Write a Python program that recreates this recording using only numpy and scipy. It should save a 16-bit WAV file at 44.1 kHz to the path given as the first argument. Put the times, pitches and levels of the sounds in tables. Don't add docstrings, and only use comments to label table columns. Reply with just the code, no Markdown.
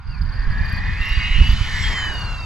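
import sys
import numpy as np
from scipy import signal
from scipy.fft import rfft, irfft
from scipy.io import wavfile
from scipy.ndimage import uniform_filter1d

SR = 44100
rng = np.random.default_rng(int(sys.argv[2]) if len(sys.argv) > 2 else 0)


def file_out(sig):
    cols = np.atleast_2d(sig).T
    lim = np.clip(cols, -1, 1)
    pcm = np.round(lim * 32767).astype(np.int16)
    wavfile.write(sys.argv[1], SR, pcm)


N = 108045
TIME = np.arange(N) / SR


def amp(db):
    return 10 ** (np.asarray(db) / 20)


def unit(x):
    return x / np.sqrt(np.mean(abs(x) ** 2) + 1e-20)


def colour(points, hz):
    known_hz, values = np.transpose(points)
    return np.interp(np.log(hz + 1), np.log(known_hz), values)


def pan(db):
    return amp(np.array([[db], [-db]]) / 2)


def pair(noises, same):
    return np.array([noises[0], same * noises[0] + np.sqrt(1 - same ** 2) * noises[1]])


def flutter(width_hz):
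    pole = np.exp(-np.pi * width_hz * 1.55 / SR)
    noise = rng.standard_normal(N + 4096) + 1j * rng.standard_normal(N + 4096)
    return unit(signal.lfilter([1], [1, -2 * pole, pole * pole], noise)[-N:])


def tone(hz, amplitude):
    return np.sqrt(2) * (amplitude * np.exp(2j * np.pi * np.cumsum(hz) / SR)).real


def breathy_tone(hz, width_hz, noisy):
    return tone(hz, np.sqrt(1 - noisy) + np.sqrt(noisy) * flutter(width_hz))


def add(mix, centre_s, sound):
    start = round(centre_s * SR) - len(sound) // 2
    sound = sound[max(-start, 0):]
    part = mix[max(start, 0):][:len(sound)]
    part += sound[:len(part)]


def whistle(curve, tones, waver=0.00193):
    times, pitches, levels = np.transpose(curve)
    hz = np.interp(TIME, times, pitches) * (1 + waver * flutter(30).real)
    outside_s = abs(TIME - np.clip(TIME, times[0], times[-1]))
    level = amp(np.interp(TIME, times, levels) - 370 * outside_s)
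    return level * sum(amp(db) * breathy_tone(hz * ratio, width, noisy)
                       for ratio, db, width, noisy in tones)


def bird():
    # (time [s], base pitch [Hz], level [dB])
    note = [(.12, 2820, -49), (.145, 2590, -48), (.165, 2387, -50.5), (.22, 2380, -59)]
    return whistle(note, [(0.99, 0.01, 140, 0.15)])


def chirp(hz, second_db, third_db, fall_hz_per_s=20500, width_s=0.0053):
    t = np.arange(-700, 700) / SR
    phase = 2 * np.pi * (np.cumsum(hz - fall_hz_per_s * t) / SR + rng.random())
    note = np.sin(phase) + amp(second_db) * np.sin(2 * phase) + amp(third_db) * np.sin(3 * phase)
    return np.exp(-(t / width_s) ** 2 / 2) * note


def far_insects(level_db=-48.5, gap_s=.034, blur_hz=130):
    chorus = np.zeros((2, N))
    for k, hz in enumerate(np.linspace(4373, 4853, 4)):
        gaps, sizes = 1 + .3 * rng.standard_normal((2, 100))
        times = gap_s * (np.cumsum(gaps) - rng.random())
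        for s, size in zip(times, sizes):
            add(chorus[k % 2], s, size * chirp(hz, second_db=-25.5, third_db=-34))
    grass_scatter = np.array([flutter(blur_hz), flutter(blur_hz)])
    blurred = (signal.hilbert(chorus) * grass_scatter).real
    fade_in = np.minimum(0.19 + TIME / .35, 1)
    return amp(level_db) * unit(blurred + 0.21 * blurred[::-1]) * fade_in


def near_insect(pitch_hz=4618, gap_s=.032, swell_db=4.5):
    # (first chirp [s], last chirp [s], relative level [dB])
    phrases = [(0.096, 0.149, -45), (0.359, 0.426, -47), (0.658, 0.783, -36.5), (1.121, 1.23, -35),
               (1.44, 1.533, -35.5), (1.882, 1.914, -39), (2.127, 2.248, -35.5), (2.384, 2.438, -40)]
    song = np.zeros(N)
    for first, last, db in phrases:
        times = np.linspace(first, last, round((last - first) / gap_s) + 1)
        for s, place in zip(times, np.linspace(-1, 1, len(times))):
            level = amp(db - swell_db * min(place, 0) ** 2)
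            add(song, s, level * chirp(pitch_hz, second_db=-31, third_db=-41))
    return pan(6.5) * amp(1) * song


def bush_cricket(pitch_hz=11600, step_hz=500, band_hz=900, width_s=.003):
    # (time [s], relative level [dB])
    ticks = [(.235, -61), (.661, -56), (.697, -51), (.729, -49), (.768, -53), (1.024, -52), (1.057, -49),
             (1.091, -45.5), (1.132, -49), (1.448, -54), (1.483, -49), (1.522, -47), (2.055, -54),
             (2.14, -53), (2.195, -54)]
    t = np.arange(-1500, 1500) / SR / width_s
    grass_tail = amp(-17) * (t > 0) * np.exp(-abs(t) / 10)
    envelope = np.exp(-t * t / 2) + grass_tail
    hz = pitch_hz + step_hz * np.tanh(2 * t)
    rasps = pair([flutter(band_hz), flutter(band_hz)], same=0.3)
    out = np.zeros((2, N))
    for channel, rasp in zip(out, rasps):
        for k, (s, db) in enumerate(ticks):
            add(channel, s, amp(db) * envelope * tone(hz, rasp[k * len(t):][:len(t)]))
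    return pan(11) * amp(-4) * out


def wind_rumble(lump_db=2, lump_hz=30, eddy_hz=150):
    # (time [s], relative level [dB], left minus right [dB])
    gusts = [(0, -34.5, -5), (.12, -27, -4), (.24, -24, -5.5), (.35, -25.5, -4.5), (.47, -21, -.5),
             (.58, -18, 1.5), (.68, -22.5, 2.5), (.76, -18.5, -1), (.84, -22.5, 4), (.98, -21.5, 0.5),
             (1.07, -26, -3), (1.27, -22.5, -2.5), (1.42, -17, -4.5), (1.53, -19, -6), (1.68, -24.5, 3),
             (1.86, -21.5, 3.5), (2.08, -26.5, 1), (2.3, -25, 1), (2.45, -28.5, -3)]
    # (frequency [Hz], relative level [dB])
    spectrum = [(10, -12), (25, -1), (42, -0.5), (70, -4), (115, -9), (170, -17), (250, -27), (400, -50.5),
                (900, -62), (3000, -97)]
    gains = amp(colour(spectrum, np.fft.rfftfreq(N, 1 / SR)))
    noise = irfft(rfft(rng.standard_normal((2, N))) * gains, N)
    times, level_db, side_db = np.transpose(gusts)
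    level = np.array([amp(np.interp(TIME, times, level_db + side * side_db / 2)) for side in (1, -1)])
    lumps = amp(lump_db * unit(flutter(lump_hz).real))
    air = unit(pair(noise, same=0.69) * lumps)
    eddies = signal.sosfiltfilt(signal.butter(2, eddy_hz, "high", fs=SR, output="sos"), air)
    eddy_gain = np.sqrt(level / amp(-21.5))
    return level * (air - eddies + eddies * eddy_gain)


def wind_buffets(steepen=1.2, suction=0.49, bass_cut_hz=14.8):
    # (time [s], width [s], relative level [dB], left minus right [dB])
    thumps = [(0.213, 0.0025, -10.5, -7.5), (0.281, 0.0037, -13.5, -9), (0.395, 0.0046, -9, -2),
              (0.482, 0.011, -8.5, -8), (0.613, 0.0029, -7, -6), (0.737, 0.0018, -10, 7.5),
              (1.009, 0.0037, -9.5, -7.5), (1.116, 0.0042, -8, -5), (1.176, 0.0034, -5, -9),
              (1.314, .005, -6, -4), (1.367, 0.0067, -7, -12), (1.412, 0.0028, 2, -7),
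              (1.496, 0.0036, -3, -4), (1.534, 0.0028, -7.5, -2), (1.613, 0.0025, -6, -9)]
    pressure = 0
    for s, width_s, db, side_db in thumps:
        t = (TIME - s) / width_s
        onset = .5 + .5 * np.tanh((t + 1) * (1 + steepen * amp(db)))
        push = np.exp(-t * t / 2) * onset
        pull = suction * amp(db) * np.exp(-(t - 2.6) ** 2 / 2)
        pressure = pressure + pan(side_db) * amp(db) * (push - pull)
    return signal.lfilter(*signal.butter(1, bass_cut_hz, "high", fs=SR), pressure)


def air_rush(level_db=-34, patch_db=1.5):
    # (time [s], low [dB], middle [dB], upper [dB], treble [dB])
    swell = [(0, -66, -52, -67.5, -76.5), (0.55, -51.5, -42, -52.5, -63.5), (0.96, -52.5, -44, -46.5, -58),
             (1.01, -53, -42, -43.5, -54), (1.81, -51.5, -41.5, -38, -42.5), (1.88, -44, -38, -37.5, -43),
             (2.051, -47.5, -38.5, -45.5, -48), (2.11, -42.5, -39.5, -51, -48.5),
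             (2.35, -49, -39, -55, -52.5), (2.45, -47, -45, -62.5, -53.5)]
    bands_hz = [550, 1100, 3500, 6500]
    # (frequency [Hz], relative level [dB])
    spectrum = [(150, 0.5), (400, -5), (650, -7), (950, 0.5), (1400, -2), (2200, 1), (2900, -2.5),
                (4000, -4.5), (5500, -11), (7400, -19), (8600, -29), (11500, -31.5), (15000, -54)]
    frame_s = np.arange(N // 256 + 5) * 256 / SR
    hz = np.fft.rfftfreq(1024, 1 / SR)
    times, *bands = np.transpose(swell)
    levels = np.array([np.interp(frame_s, times, band - band.max()) for band in bands]).T
    grid_db = np.array([colour(list(zip(bands_hz, row)), hz) for row in levels])
    real, imaginary = rng.standard_normal((2, 2) + grid_db.shape)
    patches = uniform_filter1d(rng.standard_normal(grid_db.shape), size=10, axis=0)
    patches = unit(uniform_filter1d(patches, size=8, axis=1))
    gains = amp(grid_db + colour(spectrum, hz) + patch_db * patches)
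    frames = pair(real + 1j * imaginary, same=0.91) * gains
    _, hiss = signal.istft(frames.transpose(0, 2, 1), nperseg=1024, noverlap=768)
    return amp(level_db) * unit(hiss[:, :N])


def wing_eddies(spread=.07, wander=.014, wander_hz=5):
    # (time [s], pitch [Hz])
    pitch = [(0, 1486), (.55, 1778), (.9, 1865), (1.15, 1992), (1.42, 2087), (1.85, 1988), (2.03, 1823),
             (2.2, 1580), (2.45, 1337)]
    # (time [s], level [dB])
    loudness = [(0, -61), (.2, -45), (.42, -38.5), (.58, -35.5), (.8, -31), (1.05, -29.5), (1.38, -30.5),
                (1.56, -51), (1.7, -35), (1.86, -28), (2.03, -28), (2.14, -35), (2.45, -46)]
    hz = np.interp(TIME, *np.transpose(pitch))
    cluster = 0
    for offset in np.linspace(-2, 2, 9):
        ratio = 1 + spread * offset + wander * flutter(wander_hz).real
        weight = np.exp(-offset ** 2 / 4)
        cluster = cluster + weight * breathy_tone(hz * ratio, width_hz=22.8, noisy=0.83)
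    return unit(cluster) * amp(np.interp(TIME, *np.transpose(loudness)))


def rising_whistles():
    # (time [s], base pitch [Hz], relative level [dB])
    main = [(.97, 2727, -55), (1.02, 2738, -31), (1.14, 2783, -31), (1.2, 2795, -28.5), (1.39, 2845, -27.5),
            (1.5, 2948, -32.5), (1.62, 3006, -38.5), (1.87, 2934, -42)]
    early = [(.57, 2417, -47.5), (.7, 2480, -39.5), (.8, 2500, -47), (.94, 2523, -40), (1.02, 2634, -45),
             (1.2, 2670, -42)]
    low = [(0, 1410, -52), (.25, 1480, -50.5), (.49, 1667, -48), (.54, 1686, -35), (.63, 1737, -34),
           (.73, 1833, -45)]
    below_main = [(1.04, 2495, -37), (1.159, 2534, -40.5), (1.249, 2575, -34.5), (1.409, 2615, -32.5),
                  (1.53, 2763, -38)]
    above_main = [(1.0, 2980, -42), (1.2, 3010, -42.5), (1.3, 3120, -38), (1.39, 3100, -35)]
    brief_high = [(1.02, 5500, -58), (1.06, 5560, -48), (1.12, 5620, -48), (1.16, 5640, -57)]
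    thin = sum(whistle(curve, [(0.99, 0.0047, 23, 0.29)])
               for curve in (early, low, below_main, above_main))
    # (pitch ratio, gain [dB], width [Hz], noise share [0-1])
    main_tones = [(1, -1.5, 30, 0.38), (1.384, -15, 40, 0.67), (1.014, -6.5, 49, 0.73)]
    return thin + whistle(main, main_tones) + whistle(brief_high, [(0.98, 0.0056, 100, 0.98)])


def falling_whistles():
    # (time [s], base pitch [Hz], relative level [dB])
    overhead = [(1.4, 1850, -53), (1.51, 1804, -37), (1.59, 1810, -47), (1.67, 1802, -35),
                (1.76, 1746, -33), (1.85, 1726, -38)]
    leaving = [(1.81, 3230, -58), (1.845, 3227, -26.5), (1.9, 3267, -36.5), (1.94, 3139, -31),
               (2.0, 3080, -28), (2.12, 2918, -33), (2.25, 2802, -36.5), (2.45, 2690, -39.5)]
    low_edge = [(1.9, 4514, -62), (1.98, 4320, -45), (2.1, 3870, -46), (2.2, 3600, -48), (2.33, 3340, -52),
                (2.45, 3140, -65)]
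    high_edge = [(1.75, 5620, -52), (1.83, 5520, -39), (1.88, 5425, -55), (1.93, 5280, -40.5),
                 (2.02, 5000, -43.5), (2.13, 4610, -48), (2.28, 4210, -44), (2.45, 3690, -50)]
    sizzle = [(1.74, 7550, -57), (1.84, 7400, -43), (1.91, 7150, -50.5), (1.99, 6950, -43.5),
              (2.08, 6540, -49.5), (2.2, 6020, -73)]
    return (whistle(overhead, [(1, 0.01, 68, 0.51)])
            + whistle(leaving, [(1, 0, 71, 0.082)], waver=0.0018)
            + whistle(low_edge, [(1, 0, 50, 0.92)])
            + whistle(high_edge, [(1, 0, 110, 0.53)])
            + whistle(sizzle, [(1, -3.5, 170.5, 0.96), (1.045, -5.5, 260, 0.96)]))


def microphone_ports(sound):
    # (frequency [Hz], phase [radians])
    lead = [(300, 0.93), (900, -0.54), (1800, 0.84), (3000, -1), (4400, -1.5), (8000, 0.2)]
    # (frequency [Hz], left minus right [dB])
    balance = [(500, -4), (1000, 0.5), (2000, -1.5), (3000, -1), (5000, -1), (8000, 1), (12000, 5.5)]
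    hz = np.fft.rfftfreq(N, 1 / SR)
    left = amp(colour(balance, hz) / 2) * np.exp(.5j * colour(lead, hz))
    return irfft(rfft(sound) * np.array([left, 1 / left]), N)


def glider():
    return microphone_ports(rising_whistles() + falling_whistles() + wing_eddies() + air_rush())


def scene():
    return (glider() + near_insect() + far_insects() + bush_cricket() + bird()
            + wind_rumble() + wind_buffets())


def record(dry, top_hz=14800):
    limited = dry / (1 + dry ** 20) ** (1 / 20)
    low_pass = signal.firwin(301, top_hz, window=("kaiser", 9), fs=SR)
    return signal.oaconvolve(limited, low_pass[None], "same")


dry = scene()
out = record(dry)
file_out(out)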